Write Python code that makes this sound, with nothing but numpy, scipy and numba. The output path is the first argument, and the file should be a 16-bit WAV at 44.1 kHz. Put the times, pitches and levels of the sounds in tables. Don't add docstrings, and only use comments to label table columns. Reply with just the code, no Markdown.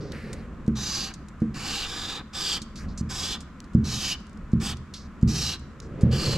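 import sys
import numpy as np
from scipy import signal
from scipy.fft import rfft, irfft
from scipy.io import wavfile
from numba import njit

SR = 44100
rng = np.random.default_rng(int(sys.argv[2]) if len(sys.argv) > 2 else 0)


def generate_wav(signal):
    frames = np.transpose(np.atleast_2d(signal))
    scaled = np.clip(frames, -1, 1) * 32767
    pcm = np.round(scaled).astype(np.int16)
    wavfile.write(sys.argv[1], SR, pcm)


N = 280917
TIME = np.arange(N) / SR
FREQS = np.maximum(np.fft.rfftfreq(N, 1 / SR), 1)

STROKE_TABLE = [ (0.749, 1.115, 0.51, 10.3, 28.4, -33, -40.5, -7.5, -33, -50, -42, -39.5, 6, 3910, 4000, 4800, 5940, 5330, 5630, 8300),
                (1.536, 1.866, 0.73, 12.8, 16, -34, -36, 10, -37.5, -44.5, -39, -39.5, -5, 2640, 3320, 4480, 6770, 3150, 3400, 6600),
                (1.865, 2.212, 0.62, 1.8, 35, -39.5, -37, 2, -43.5, -55, -39.5, -45, -0.5, 3600, 3740, 4700, 6800, 4300, 4320, 6600),
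                (2.327, 2.591, 0.75, 12.7, 35, -27.5, -34, 4.5, -34.5, -61, -39, -35.5, 2.5, 3540, 3130, 4660, 7370, 4270, 4250, 7000),
                (3.088, 3.377, 0.7, 8.2, 44, -33, -37.5, 11, -36.5, -52, -40.5, -40, -6, 3580, 3420, 4870, 6980, 4120, 4700, 6900),
                (3.835, 4.157, 0.8, 9.7, 44, -33, -33.5, 6.5, -36.5, -44.5, -44, -36, -5, 4050, 3020, 5100, 6400, 3600, 3340, 7500),
                (4.594, 4.735, 0.38, 16, 17, -38, -40, 10, -39.5, -55, -40.5, -38, -5, 3350, 3320, 4750, 7660, 4020, 3950, 7150),
                (5.27, 5.562, 0.56, 9.1, 29, -36, -35, 9.5, -32, -45, -43, -36.5, -8, 4120, 3770, 5030, 5650, 3440, 3500, 6940),
                (6.107, 6.402, 0.43, 8.9, 15, -32, -42, -13, -42, -46.5, -38, -37.5, 1, 2960, 2820, 4440, 7160, 3800, 3630, 6900),
                ]
# t/s, strength/dB, time constant of the push/s, hand weight/dB, nib tick level/dB
LANDINGS = [(0.6797, -11, 0.00035, -8.5, -35), (1.4188, -12, 0.00023, -11, -49),
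            (2.615, -28, 0.00039, -11, -52), (3.0102, -22, 0.00043, 13, -58),
            (3.7494, -10.5, 0.00032, 9.5, -37), (4.5331, -13.5, 0.00038, 12, -41),
            (5.2289, -9, 0.00061, 12.5, -34), (6.0324, -9, 0.00062, 14.5, -48)]
# f/Hz, coherence
NEAR_COHERENCE = [(100, .97), (1000, .92), (4000, .92), (8000, .85), (13000, .74)]


def from_db(db):
    return 10 ** (np.asarray(db) / 20)


def unit_power(x):
    return x / np.sqrt(np.mean(x ** 2) + 1e-20)


def at_freqs(points):
    hz, value = np.transpose(points)
    return np.interp(np.log(FREQS), np.log(hz), value)


def colour(x, spectrum):
    return unit_power(irfft(rfft(x) * from_db(at_freqs(spectrum)), N))


def stereo_noise(coherence=NEAR_COHERENCE):
    mid, side = rfft(rng.standard_normal((2, N)))
    alike = np.clip(at_freqs(coherence), 0, 1)
    return unit_power(irfft(np.sqrt(1 + alike) * mid + np.sqrt(1 - alike) * side * [[1], [-1]], N))


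def drift(rate_hz):
    return unit_power(irfft(rfft(rng.standard_normal(N)) / (1 + (FREQS / rate_hz) ** 2), N))


@njit
def resonator(x, angle, radius):
    y = np.zeros_like(x)
    for c in range(2):
        for i in range(2, x.shape[1]):
            feedback = 2 * radius * np.cos(angle[i]) * y[c, i - 1] - radius * radius * y[c, i - 2]
            y[c, i] = x[c, i] - x[c, i - 2] + feedback
    return y


def resonate(x, hz, width_hz):
    angle = 2 * np.pi * hz / SR * np.ones(x.shape[1])
    radius = np.exp(-np.pi * width_hz / SR)
    return unit_power(resonator(resonator(np.ascontiguousarray(x), angle, radius), angle, radius))


def add(out, s, sound):
    start = max(round(s * SR), 0)
    out[..., start:start + sound.shape[-1]] += sound[..., :max(N - start, 0)]


def background(rumble_db, air_db):
    # t/s, half-width/s, level change/dB
    swells = [(0.3, 0.45, 2.5), (2.2, 0.38, -5.5), (2.86, 0.077, 10.5)]
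    # f/Hz, relative level/dB
    rumble_spectrum = [(18, -30), (28, 6), (39, 1), (53, 2.5), (80, 4), (100, -15), (122, -0.5), (160, -4),
                       (215, 2), (260, -6), (320, -11), (420, -18), (600, -21), (900, -27), (2000, -81),
                       (5000, -110)]
    air_spectrum = [(500, 2.5), (750, -13), (1000, 10.5), (1280, 11.5), (1700, 5), (2300, -1), (3200, -8),
                    (5000, -14.5), (7500, -14.5), (9000, -24), (12000, -28), (15500, -39)]
    # f/Hz, coherence
    coherence = [(60, .99), (300, .94), (1400, .87), (3100, .6), (7000, .3)]
    swell_db = sum(db * np.exp(-((TIME - s) / width_s) ** 2) for s, width_s, db in swells)
    noise = colour(stereo_noise(coherence), rumble_spectrum)
    deep = irfft(rfft(noise) / (1 + (FREQS / 203) ** 6), N)
    rumble = from_db(swell_db) * deep + from_db(.45 * swell_db) * (noise - deep)
    waver_db = 1.9 * drift(rate_hz=10)
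    air = colour(stereo_noise(coherence), air_spectrum)
    return from_db(rumble_db + waver_db) * rumble + from_db(air_db) * air


def reverberate(x, t60, wet_db, cutoff_hz):
    t = TIME[:SR]
    tail = rng.standard_normal((2, SR)) * from_db(-60 * t / t60) * (t > .005)
    tail = signal.sosfilt(signal.butter(2, cutoff_hz, fs=SR, output="sos"), tail)
    return x + from_db(wet_db) * signal.fftconvolve(x, unit_power(tail) / np.sqrt(SR), axes=1)[:, :N]


def casing_shadow(x):
    # f/Hz, left minus right level/dB
    balance = [(200, -1), (1300, -.7), (2400, 1.2), (4400, -1.8), (8000, -2.2), (14000, -4.5)]
    # f/Hz, lag of the left side/rad
    lag = [(20, 0), (700, .05), (2000, .3), (3500, .6), (5600, .7), (7000, .35), (9000, .15), (15000, .2)]
    left_gain = from_db(at_freqs(balance) / 2) * np.exp(-.5j * at_freqs(lag))
    return irfft(rfft(x) * np.array([left_gain, 1 / left_gain]), N)


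def sleeve():
    # start t/s, end t/s, level/dB, change over the move/dB
    moves = [(0, 0.35, -38.5, -3.5), (5.922, 6.37, -30.5, 7)]
    # f/Hz, relative level/dB
    cloth_spectrum = [(25, -10), (40, -1), (90, 2.5), (140, 7.5), (250, -5.5), (400, -2.5), (540, -4),
                      (680, -18.5), (1100, -26), (2000, -29), (6000, -50), (14000, -80)]
    rise_db_per_s, fall_db_per_s = 110, 43
    drag = 0
    for start, end, db, change_db in moves:
        fade_db = rise_db_per_s * np.maximum(start - TIME, 0) + fall_db_per_s * np.maximum(TIME - end, 0)
        drag += from_db(db + change_db * np.interp(TIME, [start, end], [-.5, .5]) - fade_db)
    flutter = from_db(2.2 * drift(rate_hz=7))
    return drag * flutter * colour(stereo_noise(), cloth_spectrum)


def contact_noise(friction, s, length_s, hz, width_hz, hiss_db):
    piece = friction[:, round(s * SR):][:, :round(length_s * SR)]
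    return unit_power(resonate(piece, hz, width_hz) + from_db(hiss_db) * piece)


def hand_brushes(friction):
    # t/s, duration/s, level/dB, centre f/Hz, change over the slide/dB
    slides = [(0, 0.13, -54.5, 4900, -6), (0.111, 0.37, -44.5, 1560, -14), (0.12, 0.31, -58.5, 3960, -6.5),
              (2.772, 0.07, -54.5, 5500, -11.5), (2.783, 0.078, -49, 1400, -4.5),
              (2.883, 0.058, -54.5, 4730, -9), (2.974, 0.043, -38, 6650, -15),
              (4.959, 0.12, -48.5, 5200, -14.5), (5.816, 0.06, -57.5, 5800, -7)]
    out = np.zeros((2, N))
    for s, length_s, db, hz, fade_db in slides:
        rub = contact_noise(friction, s, length_s, hz, width_hz=.7 * hz, hiss_db=-9)
        along = np.linspace(0, 1, rub.shape[1])
        add(out, s, rub * from_db(db + fade_db * along) * signal.windows.tukey(len(along), .15))
    return out


def ticks(friction):
    # t/s, relative level/dB, centre f/Hz, T60/s
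    lone_ticks = [(0.1202, -25.5, 3200, 0.02), (0.3303, -26, 7700, 0.035), (1.139, -29, 6330, 0.048),
                  (1.2846, -36.5, 7400, 0.028), (2.618, -26.5, 6140, 0.059), (2.757, -34.5, 5000, 0.23),
                  (3.405, -34, 7250, 0.08), (3.6034, -23.5, 4560, 0.0083), (3.642, -45, 6160, 0.05),
                  (4.77, -34.5, 7640, 0.02), (4.9383, -27, 3860, 0.13), (5.594, -41.5, 7100, 0.036),
                  (5.8015, -27.5, 5550, 0.017), (6.01, -36.5, 7160, 0.081)]
    grazes = [(s - .016, -46, 6800, .044) for s, *_ in LANDINGS]
    touches = [(s - .002, tick_db, 6000, .016) for s, *_, tick_db in LANDINGS]
    catches = [(s + .0073, -33.5, 4200, .033) for s, *_ in STROKE_TABLE]
    regrip = [(4.215 + .041 * (k + .15 * late), -41 + 2 * loud, 7100, .019)
              for k, (late, loud) in enumerate(rng.standard_normal((5, 2)))]
    out = np.zeros((2, N))
    for s, db, hz, t60 in lone_ticks + grazes + touches + catches + regrip:
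        burst = contact_noise(friction, s, .11, hz, width_hz=6500, hiss_db=0)
        add(out, s, burst * from_db(db - 9.5 - 60 * TIME[:burst.shape[1]] / t60))
    return out


def board_knocks():
    # f/Hz, level/dB, T60/s
    modes = [(55, -36.5, 1), (81, -27.5, 1), (120.4, -19, 0.5), (148.3, -18, 0.22), (165, -31, 0.77),
             (177.3, -4, 0.16), (208.6, -13, 0.77), (223.2, -1, 0.27), (305.6, -8.5, 0.15), (342, -45, .04),
             (476, -22, 0.16), (568, -33, 0.12), (727, -25.5, 0.064)]
    heavy_below_hz, slap_t60, shudder_t60 = 244, .15, .85
    frame = colour(rng.standard_normal(N), [
        (30, -35), (56, 8.5), (80, 5), (100, -14), (125, 6.5), (220, -6), (320, -10), (450, -17),
        (600, -53), (750, -49), (2000, -74), (5000, -110)])
    card = colour(rng.standard_normal(N), [
        (200, 4), (450, 9), (800, -47), (1500, -13), (3000, -36.5), (8000, -40), (15000, -71)])
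    out, t = np.zeros(N), TIME[:SR]
    for s, db, push_s, weight_db, _ in LANDINGS:
        push = t ** 2 * np.exp(-t / push_s)
        ring = 0
        for hz, mode_db, t60 in modes:
            boost_db = weight_db * np.clip(np.log2(heavy_below_hz / hz), 0, 1)
            ring += from_db(mode_db + boost_db - 60 * t / t60) * np.sin(2 * np.pi * hz * t)
        add(out, s, -from_db(db) * signal.fftconvolve(ring, push / push.sum())[:SR])
        since = np.maximum(TIME - s, 0)
        out += card * from_db(db - 27 - .47 * weight_db - 60 * since / slap_t60) * (since > 0)
        build_up = 1 - np.exp(-since / .026)
        out += frame * from_db(db - 13.5 + .31 * weight_db - 60 * since / shudder_t60) * build_up
    return signal.sosfilt(signal.butter(2, 50, "high", fs=SR, output="sos"), out)


def edge_echoes(x, strength, shortest_s, longest_s, wander, count):
    out = x.copy()
    for lag in np.geomspace(shortest_s, longest_s, count):
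        delayed_time = TIME - lag * (1 + wander * drift(rate_hz=.97))
        out += strength * np.array([np.interp(delayed_time, TIME, side) for side in x])
    return out / np.sqrt(1 + count * strength ** 2)


def antiresonance(x, hz, width_hz, depth):
    radius = np.exp(-np.pi * width_hz / SR)
    return x - depth * (1 - radius ** 2) / 2 * resonator(x, 2 * np.pi * hz / SR, radius)


def slip_resonance(hz, squeak_db, rasp_width_hz, squeak_width_hz):
    rasp = resonate(stereo_noise(), hz, rasp_width_hz)
    squeak = resonate(stereo_noise(), hz, squeak_width_hz)
    return (rasp + from_db(squeak_db) * squeak) / np.hypot(1, from_db(squeak_db))


def stroke_speed(along, fastest, slow_db, brake_db):
    before = np.maximum(1 - along / fastest, 0)
    after = np.maximum(along - fastest, 0) / (1 - fastest)
    return -slow_db * before ** 1.55 - brake_db * after ** 4.6


def marker_strokes():
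    # f/Hz, relative level/dB
    sheet_spectrum = [(350, 5.5), (540, -4.5), (650, -8.5), (770, 3.5), (930, 0.5), (1150, 2), (1450, 1.5),
                      (1720, 1.5), (2050, -5.5), (2550, -1), (3300, -49)]
    fibre_spectrum = [(2100, -5.5), (2700, 4), (3300, 3), (5500, 0.5), (7700, 3.5), (9000, -9.5),
                      (10500, -8.5), (12300, -11), (14000, -23), (15600, -45)]
    attack_s, release_s = .023, .012
    rows = np.array(STROKE_TABLE)
    current = np.maximum(np.searchsorted(rows[:, 0], TIME) - 1, 0)
    (start, end, fastest, slow_db, brake_db,
     main_db, low_db, growth_db, high_db, ring_db, sheet_db, fibres_db, squeak_db,
     low_start_hz, low_end_hz, main_hz, high_hz,
     notch_start_hz, notch_end_hz, upper_notch_hz) = rows[current].T
    along = np.clip((TIME - start) / (end - start), 0, 1)
    speed_db = stroke_speed(along, fastest, slow_db, brake_db)
    place = -.5 * np.cos(np.pi * along)
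    contact = sum(np.interp(TIME, [s, s + attack_s, e, e + release_s], [0, 1, 1, 0])
                  for s, e in rows[:, :2])
    grip = from_db(.86 * drift(rate_hz=710) + 1.1 * drift(rate_hz=33)) * np.minimum(contact, 1)
    low_hz = low_start_hz + (low_end_hz - low_start_hz) * (place + .5)
    low = slip_resonance(low_hz, squeak_db, rasp_width_hz=1150, squeak_width_hz=560)
    main = slip_resonance(main_hz * (1 - .1 * place), squeak_db, rasp_width_hz=1800, squeak_width_hz=780)
    high = slip_resonance(high_hz * (1 - .05 * place), squeak_db,
                          rasp_width_hz=2300, squeak_width_hz=1000)
    low *= from_db(low_db + .48 * speed_db + growth_db * (along - .5))
    main *= from_db(main_db + speed_db)
    high *= from_db(high_db + speed_db - 4 * along)
    ring = resonate(stereo_noise(), hz=2885, width_hz=640)
    ring *= from_db(ring_db + .48 * speed_db + 17.5 * (along - .5))
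    sheet = from_db(sheet_db + .13 * speed_db) * colour(stereo_noise(), sheet_spectrum)
    grain_db = .94 * drift(rate_hz=1500)
    fibres = colour(stereo_noise(), fibre_spectrum)
    fibres *= from_db(fibres_db + .67 * speed_db - 1.5 * (2 * along - 1) ** 2 + grain_db)
    scrape = grip * (low + main + high + ring + sheet + fibres)
    notch_hz = notch_start_hz + (notch_end_hz - notch_start_hz) * (place + .5)
    scrape = antiresonance(scrape, notch_hz, width_hz=420, depth=.7)
    scrape = antiresonance(scrape, upper_notch_hz, width_hz=410, depth=.56)
    scrape = antiresonance(scrape, np.full(N, 8560), width_hz=2100, depth=.23)
    return edge_echoes(scrape, strength=.22, shortest_s=.0017, longest_s=.006, wander=.025, count=4)


def scene():
    strokes = marker_strokes()
    friction = colour(stereo_noise(), [
        (200, -7), (1000, -4), (4000, 12), (7800, 1.5), (9000, -1.5), (11500, -6), (15500, -26)])
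    writing = strokes + ticks(friction) + hand_brushes(friction)
    writing = reverberate(writing, t60=.48, wet_db=-22, cutoff_hz=7500)
    nearby = casing_shadow(writing + board_knocks() + sleeve())
    return nearby + background(rumble_db=-41.5, air_db=-53.5)


def record(dry):
    return signal.sosfilt(signal.ellip(10, .1, 90, 15700, fs=SR, output="sos"), dry)


dry = scene()
out = record(dry)
generate_wav(out)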